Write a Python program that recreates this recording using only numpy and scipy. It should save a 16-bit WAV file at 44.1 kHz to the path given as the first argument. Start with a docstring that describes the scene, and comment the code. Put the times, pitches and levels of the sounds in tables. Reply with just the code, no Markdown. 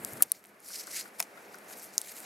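"""Outdoors, close to a camera with two microphone ports: masking tape is pulled off a smooth roof panel,
snaps free, flops down and is crumpled in a hand. Snaps, and fingers on the plastic lid, are coloured bursts;
the rustle is dense random slips. Behind it a regular knocking off to the left is delayed ringing noise,
a dull bump and low buffeting come early, and distant hum and hiss are one broad, shaped noise."""
import sys
import numpy as np
from scipy import signal
from scipy.fft import rfft, irfft, next_fast_len
from scipy.io import wavfile
from scipy.ndimage import uniform_filter1d, map_coordinates

SR = 44100
rng = np.random.default_rng(int(sys.argv[2]) if len(sys.argv) > 2 else 0)


def generate_wav(signal):
    """Clip the signal to [-1, 1] and save it as 16-bit WAV at the path in sys.argv[1]."""
    frames = np.transpose(np.atleast_2d(signal))
    scaled = np.clip(frames, -1, 1) * 32767
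    pcm = np.round(scaled).astype(np.int16)
    wavfile.write(sys.argv[1], SR, pcm)


def volts_from_decibels(level):
    """Turn decibel levels (scalar or array-like) into linear amplitude factors."""
    exponent = np.asarray(level, float) / 20
    return 10 ** exponent


N = 99225  # samples, 2.25 s


def unit(x):
    """Scale to rms 1."""
    return x / np.sqrt(np.mean(x ** 2) + 1e-20)


def along(points, hz):
    """Read a table of (f/Hz, value) on a log frequency axis."""
    f, value = np.transpose(points)
    return np.interp(np.log(hz + 1), np.log(f + 1), value)


def curves(rows):
    """One value per sample for each column after the time."""
    t, *columns = np.transpose(rows)
    return [np.interp(np.arange(N) / SR, t, column) for column in columns]


def wobble(rate):
    """A smooth random curve with rate knots a second."""
    knots = rng.standard_normal(int(N * rate / SR) + 4)
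    return map_coordinates(knots, [np.arange(N) * rate / SR])


def filtered(x, response):
    """Filter x by a complex response of frequency."""
    n = x.shape[-1]
    padded = next_fast_len(n + 4096)
    spectrum = rfft(x, padded) * response(np.fft.rfftfreq(padded, 1 / SR))
    return irfft(spectrum, padded)[..., :n]


def low_cut(f, corner):
    """First-order response that loses the lows under a corner in Hz."""
    return 1j * f / (corner + 1j * f)


def resonances(rows):
    """Response of (f/Hz, width/Hz, level/dB) resonances summed with alternating sign."""
    def response(f):
        total = 0
        for k, (centre, width, db) in enumerate(rows):
            peak = 1j * f * width / (centre * centre - f * f + 1j * f * width)
            total = total + (-1) ** k * volts_from_decibels(db) * peak
        return total
    return response


def spread(pair, alike):
    """Two unrelated signals become left and right of a given likeness."""
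    def shares(hz):
        turn = np.arccos(np.clip(along(alike, hz), -1, 1)) / 2
        return np.array([np.cos(turn), np.sin(turn)])
    mid, side = filtered(pair, shares)
    return np.array([mid + side, mid - side])


def burst(ms, response, rise=0, clean=0):
    """Noise rises over a share of its time constant and dies with it, led by a clean click; coloured, peak 1."""
    u = np.arange(1, 2049) / SR * 1000 / max(ms, .05)  # time in time constants
    noise = rng.standard_normal(len(u)) * np.exp(-u) * (1 - np.exp(-u / max(rise, .001)))
    click = u == u[0]
    x = (1 - clean) * noise / np.linalg.norm(noise) + clean * click
    x = filtered(x, response)
    return x / np.abs(x).max()


def add(track, t, sound):
    """Mix a sound in at time t in seconds."""
    part = track[..., round(t * SR):][..., :sound.shape[-1]]
    part += sound[..., :part.shape[-1]]


SNAP_Q, SNAP_BROAD = 5.7, 0.46  # sharpness of the pitch; unpitched share
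RISE = 0.25  # rise over length
AFTER_DB, AFTER_MS = -8, 1.1  # rattle after a snap, re the crack
CLEAN_MS = .55  # well below this length a snap is mostly one clean release
CUT, DULL_HZ = 0.33, 15100  # low cut over pitch; cracks fall off above DULL_HZ
# Creases of the tape snapping: t/s, crack peak level/dB ahead of the ports, pitch f/Hz, time constant/ms,
# thump level/dB re crack, thump centre f/Hz
CREASES = [(0.0482, -14, 10000, 0.26, -41, 2000), (0.1342, -25.5, 12500, 0.38, -27, 2300),
           (0.2229, -1.5, 12050, 1.2, -21.5, 630), (0.226, -15, 10700, 1.9, -9, 2800),
           (0.2316, -21, 9000, 2.9, -4.5, 3200), (.3186, -4, 10700, 0.17, -34, 810),
           (0.4403, -45, 11800, 1.6, 3, 1900), (.4505, -44, 4000, 0.51, 1, 2270),
           (.4565, -43.5, 8800, 0.93, -29, 2330), (.468, -48, 11650, 2.5, -25, 2300),
           (.603, -45.5, 10980, 0.66, -16, 2280), (0.6866, -28, 11600, 0.43, -37, 2300),
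           (0.737, -32, 5560, 1, -36, 2300), (.785, -33, 11100, .45, -33, 2300),
           (0.8702, -30, 7550, .7, -25, 2300), (1.011, -26, 4970, 0.33, -6, 2300),
           (1.1957, -28.5, 7800, 3.1, -15, 2250), (1.2021, -17.5, 6770, 1.4, -12, 2300),
           (1.2009, -16.5, 13800, 1.6, -20, 2280), (1.206, -32.5, 11700, 1.4, -28, 2300),
           (1.2126, -30, 9000, 1.5, -5, 1310), (1.2258, -23.5, 6670, 1.3, -6, 4800),
           (1.232, -33.5, 12100, 0.84, -9.5, 2300), (1.544, -40.5, 6000, 0.62, 3, 2280),
           (1.555, -42, 12000, 0.95, -17, 2300), (1.586, -40, 9300, 0.77, -10, 2300),
           (1.937, -42, 9000, 2.2, -13, 2320), (1.9801, -5.5, 7030, 0.42, -23, 2670),
           (1.988, -33, 6500, 2.4, -40, 2330), (2.0156, -18.5, 8700, 0.22, -23, 2300),
           (2.203, -31, 9200, 0.78, -30, 2300)]


def snaps():
    """Each crease cracks at its own pitch, with a shorter or longer decay, a rattle and a broad thump."""
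    out = np.zeros((2, N))
    for t, db, hz, ms, thump_db, thump_hz in CREASES:
        ring = resonances([(hz, hz / SNAP_Q, 0)])
        broad = resonances([(thump_hz, 0.53 * thump_hz, 0)])
        crack_colour = lambda f: (ring(f) + SNAP_BROAD) * low_cut(f, CUT * hz) ** 6 / (1 + (f / DULL_HZ) ** 10)
        thump_colour = lambda f: broad(f) * low_cut(f, 150)
        clean = np.exp(-(ms / CLEAN_MS) ** 2)
        for port in out:
            crack = burst(ms, crack_colour, RISE, clean)
            rattle = volts_from_decibels(AFTER_DB) * burst(AFTER_MS, crack_colour)
            thump = volts_from_decibels(thump_db) * burst(ms + 0.49, thump_colour, clean=0.62)
            add(port, t, volts_from_decibels(db) * (crack + rattle + thump))
    return out


# Fingers touching the lid: t/s, peak level/dB ahead of the ports, time constant/ms
TOUCHES = [(1.1957, -36, 1.7), (1.2022, -18.5, 0.54), (1.2053, -25.5, .8), (1.2258, -34.5, 0.46)]
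# Resonances of the plastic lid: f/Hz, width/Hz, relative level/dB
LID_RING = [(684, 93, 7.5), (906, 250, 3.5), (1505, 290, 1), (2000, 190, 3.5), (2465, 200, 7),
            (3610, 270, -3), (5230, 270, 5.5)]


def finger_taps():
    """Fingers ring the lid: mostly a click, with a little noise, through the lid's resonances."""
    out = np.zeros((2, N))
    lid = resonances(LID_RING)
    for t, db, ms in TOUCHES:
        for port in out:
            add(port, t, volts_from_decibels(db) * burst(ms, lambda f: lid(f) * low_cut(f, 300) ** 2, clean=0.93))
    return out


GRAINS_PER_S, GRAIN_SPREAD_DB = 9000, 1.5
FLUTTER_DB, PATCHY_DB = 0.7, 2
EDGE_HZ, EDGE_WIDTH_HZ = 5400, 1050
# Rubbing and crinkling, ahead of flutter and ports: t/s, body level/dB, sheen level/dB
RUSTLE_LEVELS = [(0.0, -73, -59), (0.036, -77, -51), (0.056, -58, -54.5), (0.07, -62, -47),
                 (0.106, -61, -54.5), (0.128, -59, -49), (0.15, -79, -53.5), (0.18, -53, -51),
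                 (0.188, -72, -59.5), (0.215, -63, -47.5), (0.25, -61.5, -61.5), (0.296, -66, -60),
                 (0.31, -63, -66), (0.34, -64, -67), (0.352, -56, -62), (0.416, -76, -70.5),
                 (0.43, -71, -74), (0.48, -72, -71), (0.494, -68, -63), (0.504, -76.5, -73),
                 (0.59, -82, -91), (0.598, -63.5, -75), (0.608, -72, -67.5), (0.648, -60, -55),
                 (0.678, -56.5, -50.5), (0.72, -54.5, -46.5), (0.76, -45.5, -43), (0.772, -53, -50),
                 (0.798, -47.5, -41.5), (0.84, -55.5, -52), (0.854, -60, -71), (0.862, -58, -55),
                 (0.885, -51.5, -54), (0.925, -49, -45), (0.969, -37.5, -37.5), (0.987, -38.5, -43.5),
                 (0.999, -42, -40), (1.035, -55, -57), (1.089, -62.5, -59.5), (1.099, -68, -78),
                 (1.131, -73, -78), (1.141, -64, -64), (1.179, -70, -64), (1.19, -55, -50),
                 (1.245, -60, -61), (1.255, -70, -69), (1.325, -71, -80), (1.357, -71, -67.5),
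                 (1.437, -65.5, -66.5), (1.461, -66.5, -83), (1.515, -69, -84), (1.521, -63, -64),
                 (1.541, -60, -62), (1.567, -66, -76), (1.587, -66, -62), (1.601, -67, -70),
                 (1.657, -68, -69), (1.693, -61.5, -56.5), (1.737, -48.5, -52.5), (1.749, -63, -64),
                 (1.783, -54.5, -45.5), (1.815, -57, -59.5), (1.833, -55.5, -45), (1.915, -64.5, -67),
                 (1.943, -54.5, -56), (1.97, -58.5, -57.5), (2.03, -53.5, -57), (2.078, -51, -50.5),
                 (2.088, -45.5, -49), (2.108, -52, -51), (2.12, -44.5, -48.5), (2.13, -56.5, -56),
                 (2.156, -53.5, -54), (2.168, -47, -49.5), (2.198, -58, -52), (2.24, -53.5, -54),
                 (2.25, -48, -63)]
# Spectrum of the body: f/Hz, relative level/dB per Hz
BODY_COLOUR = [(900, -52), (1400, -13.5), (2100, -2), (2600, -8), (3400, -10.5), (4300, -1.5), (5300, 1.5),
               (6700, -2), (7600, -9.5), (9500, -16.5)]
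# Spectrum of the sheen: f/Hz, relative level/dB per Hz
SHEEN_COLOUR = [(5500, -26), (7200, -7), (8500, -3), (10000, -3), (12000, -0.5), (13500, -3.5),
                (15800, -19.5), (16600, -19)]
# Lift of the middle treble band of the slips, before body and sheen are levelled: t/s, level/dB
EDGE_LIFT = [(.6, -3), (.77, 5), (.9, -2.5), (1.9, -0.5), (2.05, -7.5)]


def rustle():
    """Dense tiny slips of uneven size, in patches of shifting colour; body and sheen swell apart."""
    body_db, sheen_db = curves(RUSTLE_LEVELS)
    struck = rng.random((2, N)) < GRAINS_PER_S / SR
    size = rng.standard_normal((2, N)) * volts_from_decibels(GRAIN_SPREAD_DB * rng.standard_normal((2, N)))
    z = signal.stft(struck * size, nperseg=128)[2]
    patches = uniform_filter1d(rng.standard_normal(z.shape[1:]), size=4, axis=0)  # smooth in frequency
    patches = uniform_filter1d(patches, size=9, axis=1)  # smooth in time
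    hz = np.fft.rfftfreq(128, 1 / SR)[:, None]
    t = np.arange(z.shape[2]) * 64 / SR
    edge_db = np.interp(t, *np.transpose(EDGE_LIFT)) * np.exp(-((hz - EDGE_HZ) / EDGE_WIDTH_HZ) ** 2)
    slips = signal.istft(z * volts_from_decibels(PATCHY_DB * unit(patches) + edge_db), nperseg=128)[1][:, :N]
    body = unit(filtered(slips, lambda f: volts_from_decibels(along(BODY_COLOUR, f))))
    sheen = unit(filtered(slips, lambda f: volts_from_decibels(along(SHEEN_COLOUR, f))))
    flutter = volts_from_decibels(FLUTTER_DB * (wobble(45.47) + wobble(130)))
    return flutter * (volts_from_decibels(body_db) * body + volts_from_decibels(sheen_db) * sheen)


# Likeness of the tape at the two ports: f/Hz, likeness (1 = identical)
TAPE_LIKENESS = [(1000, 1), (2000, 0.99), (3500, .98), (5500, 1), (8000, 0.98), (15000, 0.74)]
# Phase by which the left port leads for the tape, at full share: f/Hz, phase/rad
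TAPE_LEAD = [(2000, 0), (6900, 0), (9000, -.55), (10700, -1.15), (12200, -1.3), (14000, -2.3),
             (16400, -3.1)]
# Left over right for the tape, at full share: f/Hz, level/dB
TAPE_TILT = [(1500, -1), (4000, 0), (8000, 2), (12000, 4), (15000, 3.5)]
# Where the tape is: t/s, share of the lead, share of the tilt
TAPE_PLACE = [(.22, 0.64, 0.94), (.31, 0.05, .3), (.5, .3, 0.56), (.75, 1.27, .3), (.95, 1.07, 0.47),
              (1.2, 1, 0.82), (1.8, 0.5, 0.79), (1.98, 0.88, 0.89), (2.1, 0.49, 0.51)]


def tape():
    """Snaps, taps and rustle reach the ports with a lead and tilt that depend on frequency and place."""
    close = spread(snaps() + finger_taps() + rustle(), TAPE_LIKENESS)
    hz, t, z = signal.stft(close, SR, nperseg=256)
    when, lead, tilt = np.transpose(TAPE_PLACE)
    phase = np.outer(along(TAPE_LEAD, hz), np.interp(t, when, lead))
    tilt_db = np.outer(along(TAPE_TILT, hz), np.interp(t, when, tilt))
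    half = np.exp(.5j * phase) * volts_from_decibels(.5 * tilt_db)  # half to the left, the inverse to the right
    return signal.istft(z * np.array([half, 1 / half]), SR, nperseg=256)[1][:, :N]


KNOCK_MS = 7.6  # time constant
KNOCK_RIGHT_DB, KNOCK_LAG_MS = -7.5, 0.15  # right port re left
# Far knocks: t/s, peak level/dB at the left port
KNOCK_TIMES = [(0.2052, -29.5), (0.539, -56), (0.703, -41), (0.8737, -37.5), (1.055, -37), (1.3736, -38.5),
               (1.5424, -35), (1.7085, -37)]
# Resonances of the knocked object: f/Hz, width/Hz, relative level/dB
KNOCK_COLOUR = [(893, 900, -11.5), (1450, 295, 6.5), (2140, 130, -10.5)]


def knocking():
    """Something far to the left is tapped at about six a second, with beats missing; right is later, weaker."""
    left = np.zeros(N)
    for t, db in KNOCK_TIMES:
        add(left, t, volts_from_decibels(db) * burst(KNOCK_MS, resonances(KNOCK_COLOUR)))
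    late = filtered(left, lambda hz: np.exp(-2j * np.pi * hz * KNOCK_LAG_MS / 1000))
    return np.array([left, volts_from_decibels(KNOCK_RIGHT_DB) * late])


BUMP_S, BUMP_DB, BUMP_HZ, BUMP_MS = .128, -46, 121.5, 7.2  # start, envelope peak, pitch, time to peak


def bump():
    """A soft low push among the buffeting: one sine under a swell that rises and dies."""
    u = np.clip(np.arange(N) / SR - BUMP_S, 0, None) * 1000 / BUMP_MS
    swell = np.e * u * np.exp(-u)  # peak 1
    return volts_from_decibels(BUMP_DB) * swell * np.sin(2 * np.pi * BUMP_HZ * u * BUMP_MS / 1000)


# Low buffeting, ahead of its wobble: t/s, level/dB
BUFFET_LEVEL = [(0, -53.5), (.1, -53.5), (.16, -55), (.21, -49.5), (.24, -60), (.3, -72), (2.25, -97)]
# Spectrum of the buffeting: f/Hz, relative level/dB per Hz
BUFFET_SPECTRUM = [(24, -62), (40, -29.5), (114, -4), (350, -3.5), (389, -26.5), (439, -1), (543, -12),
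                   (1500, -18), (1950, -39), (3300, -120)]


def buffeting():
    """Low noise, the same at both ports, that wavers and soon dies away."""
    noise = unit(filtered(rng.standard_normal(N), lambda hz: volts_from_decibels(along(BUFFET_SPECTRUM, hz))))
    return volts_from_decibels(curves(BUFFET_LEVEL)[0] + 1.8 * wobble(29.9)) * noise


# Surroundings, ahead of a 3.5 dB lift and a slow wobble: t/s, level/dB
OUTDOOR_LEVEL = [(0.0, -52.5), (0.08, -52), (0.22, -52.5), (0.27, -64), (0.53, -66), (0.78, -61),
                 (1.05, -58), (1.46, -58), (1.75, -55), (2.02, -57), (2.25, -56)]
# Spectrum of hum and hiss: f/Hz, relative level/dB per Hz
HUM_COLOUR = [(24, -65), (45, -39.5), (90, -32), (130, -17), (165, -18.5), (196, -4.5), (240, -11.5),
              (340, -7.5), (700, -7.5), (1000, -12.5), (1500, -10.5), (2300, -14), (3200, -25), (6200, -30),
              (12800, -26.5), (15900, -37), (16600, -45)]
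# Likeness of the surroundings at the two ports: f/Hz, likeness (1 = identical)
HUM_LIKENESS = [(60, 0.94), (130, 1), (290, 1), (640, 0.83), (1410, 0.19), (3100, 0.72), (6820, 0.79),
                (15000, 0.3)]
# Phase by which the left port leads for the surroundings: f/Hz, phase/rad
HUM_PHASE = [(400, 0.094), (1300, -0.78), (3000, -0.035), (6000, 0.018)]


def outdoors():
    """Far traffic and air as one broad noise, shaped by frequency and slowly swelling."""
    noise = filtered(rng.standard_normal((2, N)), lambda hz: volts_from_decibels(along(HUM_COLOUR, hz)))
    hum = unit(spread(noise, HUM_LIKENESS))
    hum = filtered(hum, lambda hz: np.exp(np.outer([.5j, -.5j], along(HUM_PHASE, hz))))
    return volts_from_decibels(curves(OUTDOOR_LEVEL)[0] + 3.5 + 1.32 * wobble(7.59)) * hum


def scene():
    """Tape up close, then knocking, bump, buffeting and the far surroundings."""
    return tape() + knocking() + bump() + buffeting() + outdoors()


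def top_cut(x):
    """Nothing passes above the cut-off."""
    return signal.sosfilt(signal.butter(12, 16780, fs=SR, output="sos"), x)


def record(dry):
    """The camera clips the loudest peaks, then limits the band steeply at 16 kHz."""
    clipped = np.clip(dry, -.97, .97)
    mix = filtered(clipped, lambda hz: 1 / (1 + (hz / 16000) ** 150))
    return top_cut(mix)


dry = scene()
out = record(dry)
generate_wav(out)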